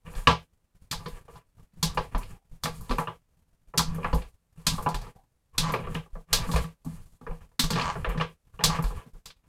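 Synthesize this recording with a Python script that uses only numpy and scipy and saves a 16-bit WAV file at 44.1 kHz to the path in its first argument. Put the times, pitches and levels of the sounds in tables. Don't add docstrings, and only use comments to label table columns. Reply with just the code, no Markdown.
import sys
import numpy as np
from scipy import signal
from scipy.fft import rfft, irfft
from scipy.io import wavfile
from scipy.ndimage import uniform_filter1d

SR = 44100
rng = np.random.default_rng(int(sys.argv[2]) if len(sys.argv) > 2 else 0)


def voltage_ratio(decibels):
    exponent = np.asarray(decibels, float) / 20
    return 10 ** exponent


def transcribe(u):
    v = np.clip(np.atleast_2d(u).T, -1, 1)
    q = np.round(v * 32767).astype(np.int16)
    wavfile.write(sys.argv[1], SR, q)


N = 418068


def rms_one(x):
    return x / np.sqrt(np.mean(x ** 2) + 1e-20)


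def at_hz(points, hz):
    table_hz, value = np.transpose(points)
    return np.interp(np.log(hz), np.log(table_hz), value)


def colour(x, spectrum):
    hz = np.maximum(np.fft.rfftfreq(len(x), 1 / SR), 1)
    return irfft(rfft(x) * voltage_ratio(at_hz(spectrum, hz)), len(x))


def resonate(x, hz, width_hz):
    radius = np.exp(-np.pi * width_hz / SR)
    angle = 2 * np.pi * hz / SR
    return signal.lfilter([0, np.sin(angle)], [1, -2 * radius * np.cos(angle), radius ** 2], x + 1e-18)


def body(x, modes):
    return sum((-1) ** k * voltage_ratio(db) * resonate(x, hz, width) for k, (hz, width, db) in enumerate(modes))


def swell(t, start, end, ramp_s):
    return np.clip(np.minimum(t - start, end - t) / ramp_s, 0, 1)


def strike(s, modes, peak_db, tilt_db, knee_hz, crest_db, rise_s, contact_s, spread_db):
    t = np.arange(8192) / SR
    shape = (len(s), len(t))
    chatter = rng.standard_normal(shape) * voltage_ratio(5.4 * rng.standard_normal(shape))
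    hardest_first = np.exp(-t / contact_s) + 1.3 * np.exp(-t / (3 * rise_s))
    chatter *= hardest_first * -np.expm1(-t / rise_s)
    thin_db = 0.3 * np.maximum(peak_db + 33.5, 0)
    luck_db = rng.normal(0, spread_db, (len(s), len(modes)))
    rings = np.zeros(shape)
    for k, (hz, width, db) in enumerate(modes):
        octaves = np.log2(hz / knee_hz)
        mode_db = db + luck_db[:, k] + tilt_db * max(octaves, 0) + thin_db * min(octaves + 0.5, 0)
        rings += (-1) ** k * voltage_ratio(mode_db)[:, None] * resonate(chatter, hz, width)
    loudest = np.sqrt(uniform_filter1d(rings ** 2, size=200, axis=1).max(axis=1))
    rings *= (voltage_ratio(peak_db - crest_db) / loudest)[:, None]
    at = (s[:, None] * SR).astype(int) + np.arange(len(t))
    return np.bincount(at.ravel(), rings.ravel(), N + len(t))[:N]


# start in seconds, then peaks in dB of tip, chassis and bench.
SNAP_EVENTS = [(0.911, -18.5, -38, -27), (0.926, -28, -24.5, -30.5), (1.827, -11.5, -22.5, -17.5),
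               (2.635, -18, -27, -24), (3.775, -7.5, -28, -19), (4.666, -8.5, -22.5, -20.5),
               (4.887, -31.5, -38, -39), (4.943, -27, -25.5, -29.5), (5.013, -41, -42, -46),
               (5.579, -8.5, -24, -21), (5.944, -35, -36, -30), (6.328, -7, -21, -26.5),
               (6.514, -26.5, -31, -37), (6.559, -24, -16, -31), (7.593, -7.5, -25, -20),
               (7.638, -22.5, -26.5, -20.5), (7.703, -18, -22.5, -21), (8.637, -5.5, -19.5, -23.5),
               (8.839, -34, -26.5, -37), (9.256, -31, -46.5, -51)]
# start in seconds, chassis peak in dB,
# slope of the upper chassis modes in dB per octave, tip peak in dB, bench peak in dB.
KNOCK_EVENTS = [(0.065, -41.5, 7.5, -61, -33.5), (.15, -42, 1, -38, -42.5), (.271, -4, 5, -12, -14),
                (.296, -14, -2, -37, -23), (.31, -21, -3.5, -24, -21.5), (1.004, -39.5, -18, -58, -40.5),
                (1.058, -29.5, -6, -32, -30.5), (1.281, -38, -33, -71, -49),
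                (1.355, -39.5, -18, -49, -41.5), (1.583, -51.5, -27, -68.5, -46),
                (1.721, -63, 3.5, -58, -47.5), (1.973, -13, -0.5, -29.5, -25), (2.147, -18, -2, -34.5, -25),
                (2.23, -40, 18, -43, -43), (2.517, -70.5, -5, -71, -40), (2.655, -18.5, -0.5, -31, -29),
                (2.893, -30, -16, -32, -23.5), (2.909, -18, -4, -26.5, -22.5),
                (2.983, -15, -10.5, -38, -23), (3.072, -22, -3, -64, -30.5),
                (3.738, -28.5, -15.5, -61, -33.5), (3.792, -15, -20, -30, -21.5),
                (3.981, -26.5, -41, -58, -34), (4.03, -32, 6, -53, -32), (4.044, -15.5, -3, -55, -25.5),
                (4.129, -18, -7, -32.5, -17.5), (4.218, -39.5, 11.5, -43.5, -48),
                (4.573, -55.5, 1.5, -71.5, -37), (4.78, -24, -24, -39.5, -33),
                (4.861, -14.5, -9.5, -41, -22.5), (5.065, -37, -21, -49, -39),
                (5.147, -50.5, -16, -64.5, -47.5), (5.688, -23, -17, -32.5, -24.5),
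                (5.737, -13, -3.8, -28.5, -27), (5.788, -29, -3, -55, -30.5), (5.871, -25.5, -13, -55, -41),
                (5.95, -22.5, 3, -46, -27), (6.06, -44, -19, -68, -51), (6.153, -33.5, -18, -80, -37),
                (6.49, -26.5, -26, -56, -20.5), (6.536, -21.5, -11, -29.5, -18.5),
                (6.64, -33.5, 1, -41, -26), (6.86, -40.5, -29, -60, -22), (7.211, -42, -17, -61.5, -40.5),
                (7.265, -28.5, -8.5, -63, -39), (7.309, -32.5, -11, -62, -32.5),
                (7.515, -49.5, -10, -67, -61), (7.731, -29, 4.5, -24, -29), (7.756, -23, -1, -25, -22.5),
                (7.777, -25, -3, -30, -46), (7.795, -22, 11, -29, -28), (7.812, -23, 10.5, -24, -28),
                (7.954, -25.5, -21, -60, -31), (8.045, -18.5, -1.5, -62, -38),
                (8.145, -29.5, -29, -58, -24), (8.174, -29.5, -3, -34, -20), (8.198, -21.5, 2, -42, -34),
                (8.209, -14.5, 5.5, -31, -25), (8.537, -50.5, -12, -74, -56),
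                (8.591, -28.5, -3.5, -54, -34), (8.607, -27.5, -3, -45, -39.5),
                (8.787, -21.5, -39, -60, -17.5), (8.863, -47, 13, -43, -53), (8.905, -34, -25, -49, -37),
                (8.949, -51, -11, -52, -56), (9.055, -47.5, -14.5, -61, -39),
                (9.145, -53, -24, -65.5, -49.5), (9.301, -52, 6.5, -38.5, -61.5)]
# start in seconds, tip peak in dB.
TICK_EVENTS = [(.128, -49), (1.081, -44), (1.946, -42), (2.179, -36.5), (2.808, -40.5), (2.982, -34),
               (3.945, -40), (4.145, -34), (4.824, -36.5), (5.72, -32.5), (6.846, -44), (8.09, -39),
               (8.789, -49), (8.823, -34)]
# frequency in Hz, width in Hz, level in dB.
CHASSIS_MODES = [(399.6, 69, -1.5), (479.4, 40, 1), (633, 47, -2), (641.3, 37, -1.5), (850, 21, -3),
                 (856, 36, -4.5), (1015, 54, 3), (1037, 38, -3.5), (1155, 67, 1.5), (1342.4, 76, -3),
                 (1383, 82, -0.5), (1437, 260, 1), (1663, 94, -5), (1795, 100, 0), (1930, 750, -1.5),
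                 (2085, 310, -4.5), (2363, 250, 4), (2527, 150, -2.5), (2680, 180, -4), (2833, 280, 3),
                 (3800, 800, -8), (4100, 2100, -21)]
# frequency in Hz, width in Hz, level in dB.
TIP_MODES = [(1150, 300, -12.5), (2257, 900, -8), (3404, 220, -8.5), (4160, 480, -1), (4580, 550, 0.5),
             (4700, 990, -4), (4780, 400, -6.5), (5700, 1100, -0.5), (7040, 910, 0), (8070, 1000, 0),
             (9500, 1400, 1.5), (10000, 900, -1.5), (12230, 890, -4.5), (14400, 1300, -18.5)]
# frequency in Hz, width in Hz, level in dB.
BENCH_MODES = [(120, 12, -5.5), (162.35, 11, 7.5), (205, 13, -7), (247.4, 19, -4)]


def knocks():
    rows = [(s, chassis, -3.5, tip, -2, top) for s, tip, chassis, top in SNAP_EVENTS]
    rows += [(s, chassis, slope, tip, -14, top) for s, chassis, slope, tip, top in KNOCK_EVENTS]
    rows += [(s, db - 1, -14, db, 11.5, db + 0.5) for s, db in TICK_EVENTS]
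    s, chassis_db, chassis_slope, tip_db, tip_slope, bench_db = np.transpose(rows)
    chassis = strike(s, CHASSIS_MODES, chassis_db, chassis_slope, 1200,
                     crest_db=8, rise_s=0.0004, contact_s=0.005, spread_db=2)
    tip = strike(s, TIP_MODES, tip_db, tip_slope, 2800,
                 crest_db=10.5, rise_s=0.0015, contact_s=0.01, spread_db=0)
    top = strike(s, BENCH_MODES, bench_db, 0, 230,
                 crest_db=5.5, rise_s=0.00041, contact_s=0.0064, spread_db=5.5)
    return chassis, tip, top


def slips(per_s, uneven):
    wobble = uneven * rms_one(uniform_filter1d(rng.standard_normal(N), size=600))
    cycles = np.cumsum(per_s * np.exp(wobble) / SR)
    train = np.diff(np.floor(cycles), prepend=0)
    return train * voltage_ratio(3 * rng.standard_normal(N))


# start in seconds, end in seconds, creak level in dB, slips per second.
SCREW_TURNS = [(0.944, 1.044, -68, 170), (1.85, 1.947, -50.5, 170), (2.665, 2.781, -60.5, 170),
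               (3.81, 3.962, -50.5, 170), (4.686, 4.788, -46, 150), (5.596, 5.73, -33.5, 170),
               (6.349, 6.472, -46, 170), (7.74, 7.93, -33, 92), (8.658, 8.792, -35.5, 170)]


def creak():
    t = np.arange(N) / SR
    gain, per_s = np.zeros(N), np.full(N, 100.)
    for start, end, db, rate in SCREW_TURNS:
        gain += voltage_ratio(db) * swell(t, start, end, 0.049)
        per_s[(t > start) & (t < end)] = rate
    force = slips(per_s, uneven=0.15) / np.sqrt(per_s)
    ring = rms_one(body(force, CHASSIS_MODES[6:9]))
    ring += voltage_ratio(-11) * rms_one(body(force, CHASSIS_MODES[9:]))
    ring += voltage_ratio(-15) * rms_one(body(force, TIP_MODES[1:9]))
    return gain * ring


def shuffle(shuffle_db, scrape_db):
    force = slips(160, uneven=0.5)
    rub = rng.standard_normal(N)
    out = voltage_ratio(shuffle_db) * rms_one(body(force + 0.021 * rub, CHASSIS_MODES))
    return out + voltage_ratio(scrape_db) * rms_one(body(force + 0.12 * rub, TIP_MODES[:9]))


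# start in seconds, end in seconds, pitch in Hz, level in dB.
PLASTIC_SQUEAKS = [(2.27, 2.44, 804, -70.5), (5.14, 5.25, 765, -63), (5.529, 5.575, 1055, -58),
                   (6.29, 6.325, 1047, -55.5)]


def squeaks():
    t, rub = np.arange(N) / SR, rng.standard_normal(N)
    out = np.zeros(N)
    for start, end, hz, db in PLASTIC_SQUEAKS:
        tone = rms_one(resonate(resonate(rub, hz, 45), hz, 45))
        out += voltage_ratio(db) * swell(t, start, end, 0.022) * tone
    return out


# frequency in Hz, relative level in dB.
RUSTLE_SPECTRUM = [(3000, -23), (5000, -19.5), (7000, -2), (10000, 0), (13000, -7.5), (15500, -12)]


def rustle(level_db):
    grains = rng.standard_normal(N) * voltage_ratio(3 * np.minimum(rng.exponential(1, N), 5))
    return voltage_ratio(level_db) * rms_one(colour(grains, RUSTLE_SPECTRUM))


# start in seconds, peak in dB, sway frequency in Hz.
BENCH_PUSHES = [(0.162, -26.5, 29.86), (.272, -26, 70.7), (0.951, -36.5, 27), (1.126, -37, 27.6),
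                (1.851, -33.5, 40.9), (2.138, -48, 24), (2.144, -22, 34), (2.511, -40, 22.9),
                (2.9, -24.5, 32.4), (3.788, -33.5, 60.1), (4.129, -25.5, 23.5), (4.13, -20, 52.1),
                (4.677, -28, 26.9), (4.941, -27, 35), (5.59, -28, 24.2), (6.129, -33, 27.47),
                (6.319, -28.5, 29.6), (6.541, -20, 59), (6.919, -36.5, 25.6), (7.291, -30, 27.7),
                (7.632, -25, 24.6), (7.784, -57, 48.4), (8.066, -46, 59), (8.071, -24, 42),
                (8.647, -30.5, 24.4), (8.84, -21.5, 41.3), (9.131, -41, 27.7)]


def bench(hum_db, sway_db):
    top_shake, leg_shake = rng.standard_normal((2, N))
    out = voltage_ratio(hum_db) * rms_one(body(top_shake, BENCH_MODES))
    out += voltage_ratio(sway_db) * rms_one(resonate(leg_shake, 34, 20) + 1.8 * resonate(leg_shake, 85, 60))
    t = np.arange(SR // 2) / SR
    sides = rng.choice([-1, 1], len(BENCH_PUSHES))
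    for (s, db, hz), side in zip(BENCH_PUSHES, sides):
        at = int(s * SR)
        sway = np.sin(2 * np.pi * hz * t) * np.exp(-t / 0.032) * -np.expm1(-t / 0.0082)
        out[at:at + len(t)] += (side * voltage_ratio(db + 8.5) * sway)[:N - at]
    return out


# start in seconds, end in seconds, then levels in dB of
HAND_MOVES = [(0.064, 0.142, -54.5, -56, -66), (0.164, 0.184, -52.5, -50, -52), (.2, .27, -58, -61, -65.5),
              (0.728, .9, -81, -72.5, -89), (0.986, 1.202, -62, -58, -66), (1.293, 1.37, -64, -70.5, -73),
              (1.582, 1.623, -75.5, -71, -87.5), (1.737, 1.819, -71.5, -61.5, -82),
              (1.87, 2.052, -60.5, -42, -68.5), (2.12, 2.312, -60, -49.5, -67.5),
              (2.639, 2.832, -65, -51.5, -62), (2.884, 3.038, -55.5, -52.5, -64),
              (3.257, 3.419, -81, -70.5, -83.5), (3.852, 3.99, -57.5, -38, -67),
              (4.003, 4.203, -55.5, -43.5, -69), (4.56, 4.66, -63, -67, -75),
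              (4.697, 4.86, -52.5, -37, -61), (4.901, 5.071, -58.5, -51, -69.5),
              (5.535, 5.583, -64.5, -61.5, -88.5), (5.638, 5.72, -52, -36, -63),
              (5.804, 5.97, -49.5, -42.5, -66.5), (6.3, 6.33, -58, -54, -80),
              (6.337, 6.45, -45.5, -41, -59.5), (6.476, 6.616, -47, -37.5, -56.5),
              (6.865, 6.937, -59.5, -46.5, -62.5), (6.97, 7.164, -71, -61, -73.5),
              (7.258, 7.356, -70, -61, -78), (7.41, 7.44, -70.5, -61.5, -75.5),
              (7.713, 7.854, -47, -34.5, -62), (7.928, 8.204, -53, -43.5, -67.5),
              (8.474, 8.59, -69, -67.5, -100.5), (8.643, 8.753, -38, -34.5, -61),
              (8.805, 8.985, -56, -51, -68.5), (9.438, 9.5, -69, -60, -86)]
# levels in dB of shuffle, bench hum, sway and finger slide.
HANDS_AT_REST = (-88, -72, -63.5, -84)


def hands():
    attack_db_s, release_db_s = 596, 248
    unsteady_db, unsteady_s = 5, 0.03
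    t = np.arange(N) / SR
    levels = np.outer(HANDS_AT_REST, np.ones(N))
    for start, end, shuffle_db, hum_db, slide_db in HAND_MOVES:
        shape_db = -attack_db_s * np.maximum(start - t, 0) - release_db_s * np.maximum(t - end, 0)
        sway_db = -43 + 0.48 * (hum_db + 49)
        levels = np.maximum(levels, np.add.outer([shuffle_db, hum_db, sway_db, slide_db], shape_db))
    steps = np.arange(0, t[-1] / unsteady_s + 1)
    wander = rng.standard_normal((4, len(steps)))
    return levels + unsteady_db * np.array([np.interp(t / unsteady_s, steps, w) for w in wander])


# frequency in Hz, time to fall by 60 dB in seconds.
ROOM_DECAY = [(400, 0.19), (900, 0.15), (2000, 0.21), (5000, .19), (12000, 0.13)]


def room(x):
    out = np.zeros(N)
    white = rng.standard_normal((2, N))
    white += 0.042 * body(white, CHASSIS_MODES[:13])
    build = np.exp(-1 / (0.001 * SR))
    edges = np.geomspace(350, 16000, num=18)
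    for k, (low, high) in enumerate(zip(edges, edges[1:])):
        band = signal.butter(2, [low, high], "band", fs=SR, output="sos")
        fall = voltage_ratio(-120 / (at_hz(ROOM_DECAY, low) * SR))
        poles = np.convolve([1, -fall], [1, -build])
        energy = signal.lfilter([(1 - fall) * (1 - build)], poles, signal.sosfilt(band, x) ** 2)
        out += np.sqrt(np.abs(energy)) * rms_one(signal.sosfilt(band, white[k % 2]))
    return out


def scene():
    small_part_hz, stand_hz = 345, 292
    shuffle_db, hum_db, sway_db, slide_db = hands()
    chassis, tip, top = knocks()
    air = chassis + tip + creak() + squeaks()
    air += shuffle(shuffle_db, slide_db - 5.5) + rustle(slide_db)
    air = signal.sosfilt(signal.butter(3, small_part_hz, "high", fs=SR, output="sos"), air)
    top = top + bench(hum_db, sway_db)
    top = signal.sosfilt(signal.butter(3, stand_hz, fs=SR, output="sos"), top)
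    tail = room(air - 0.4 * chassis)
    return (air + tail + top)[None]


def band_limit(x):
    return signal.sosfilt(signal.butter(12, 16650, fs=SR, output="sos"), x)


# frequency in Hz, relative level in dB per Hz.
HISS_SPECTRUM = [(18, -39.5), (30, -6.5), (165, -22.5), (355, -31.5), (486, -29.5), (632, -32.5),
                 (1160, -36.5), (4190, -44.5), (8980, -43.5), (16000, -47.5)]


def record(dry):
    hiss_db, mic_top_hz = -59.5, 15190
    open_db, depth_db, slope, release_db_s = -49, 14.5, 1.49, 247.5
    x = dry[0] + voltage_ratio(hiss_db) * rms_one(colour(rng.standard_normal(N), HISS_SPECTRUM))
    x = signal.sosfilt(signal.butter(6, mic_top_hz, fs=SR, output="sos"), x)
    sensed = signal.sosfilt(signal.butter(1, 45, "high", fs=SR, output="sos"), x)
    level_db = 10 * np.log10(uniform_filter1d(sensed ** 2, size=220) + 1e-12)
    fall_db = release_db_s * np.arange(N) / SR
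    held_db = np.maximum.accumulate(level_db + fall_db) - fall_db
    gain_db = np.clip(slope * (held_db - open_db), -depth_db, 0)
    gated = x * voltage_ratio(uniform_filter1d(gain_db, size=60))
    return band_limit(gated[None])


dry = scene()
out = record(dry)
transcribe(out)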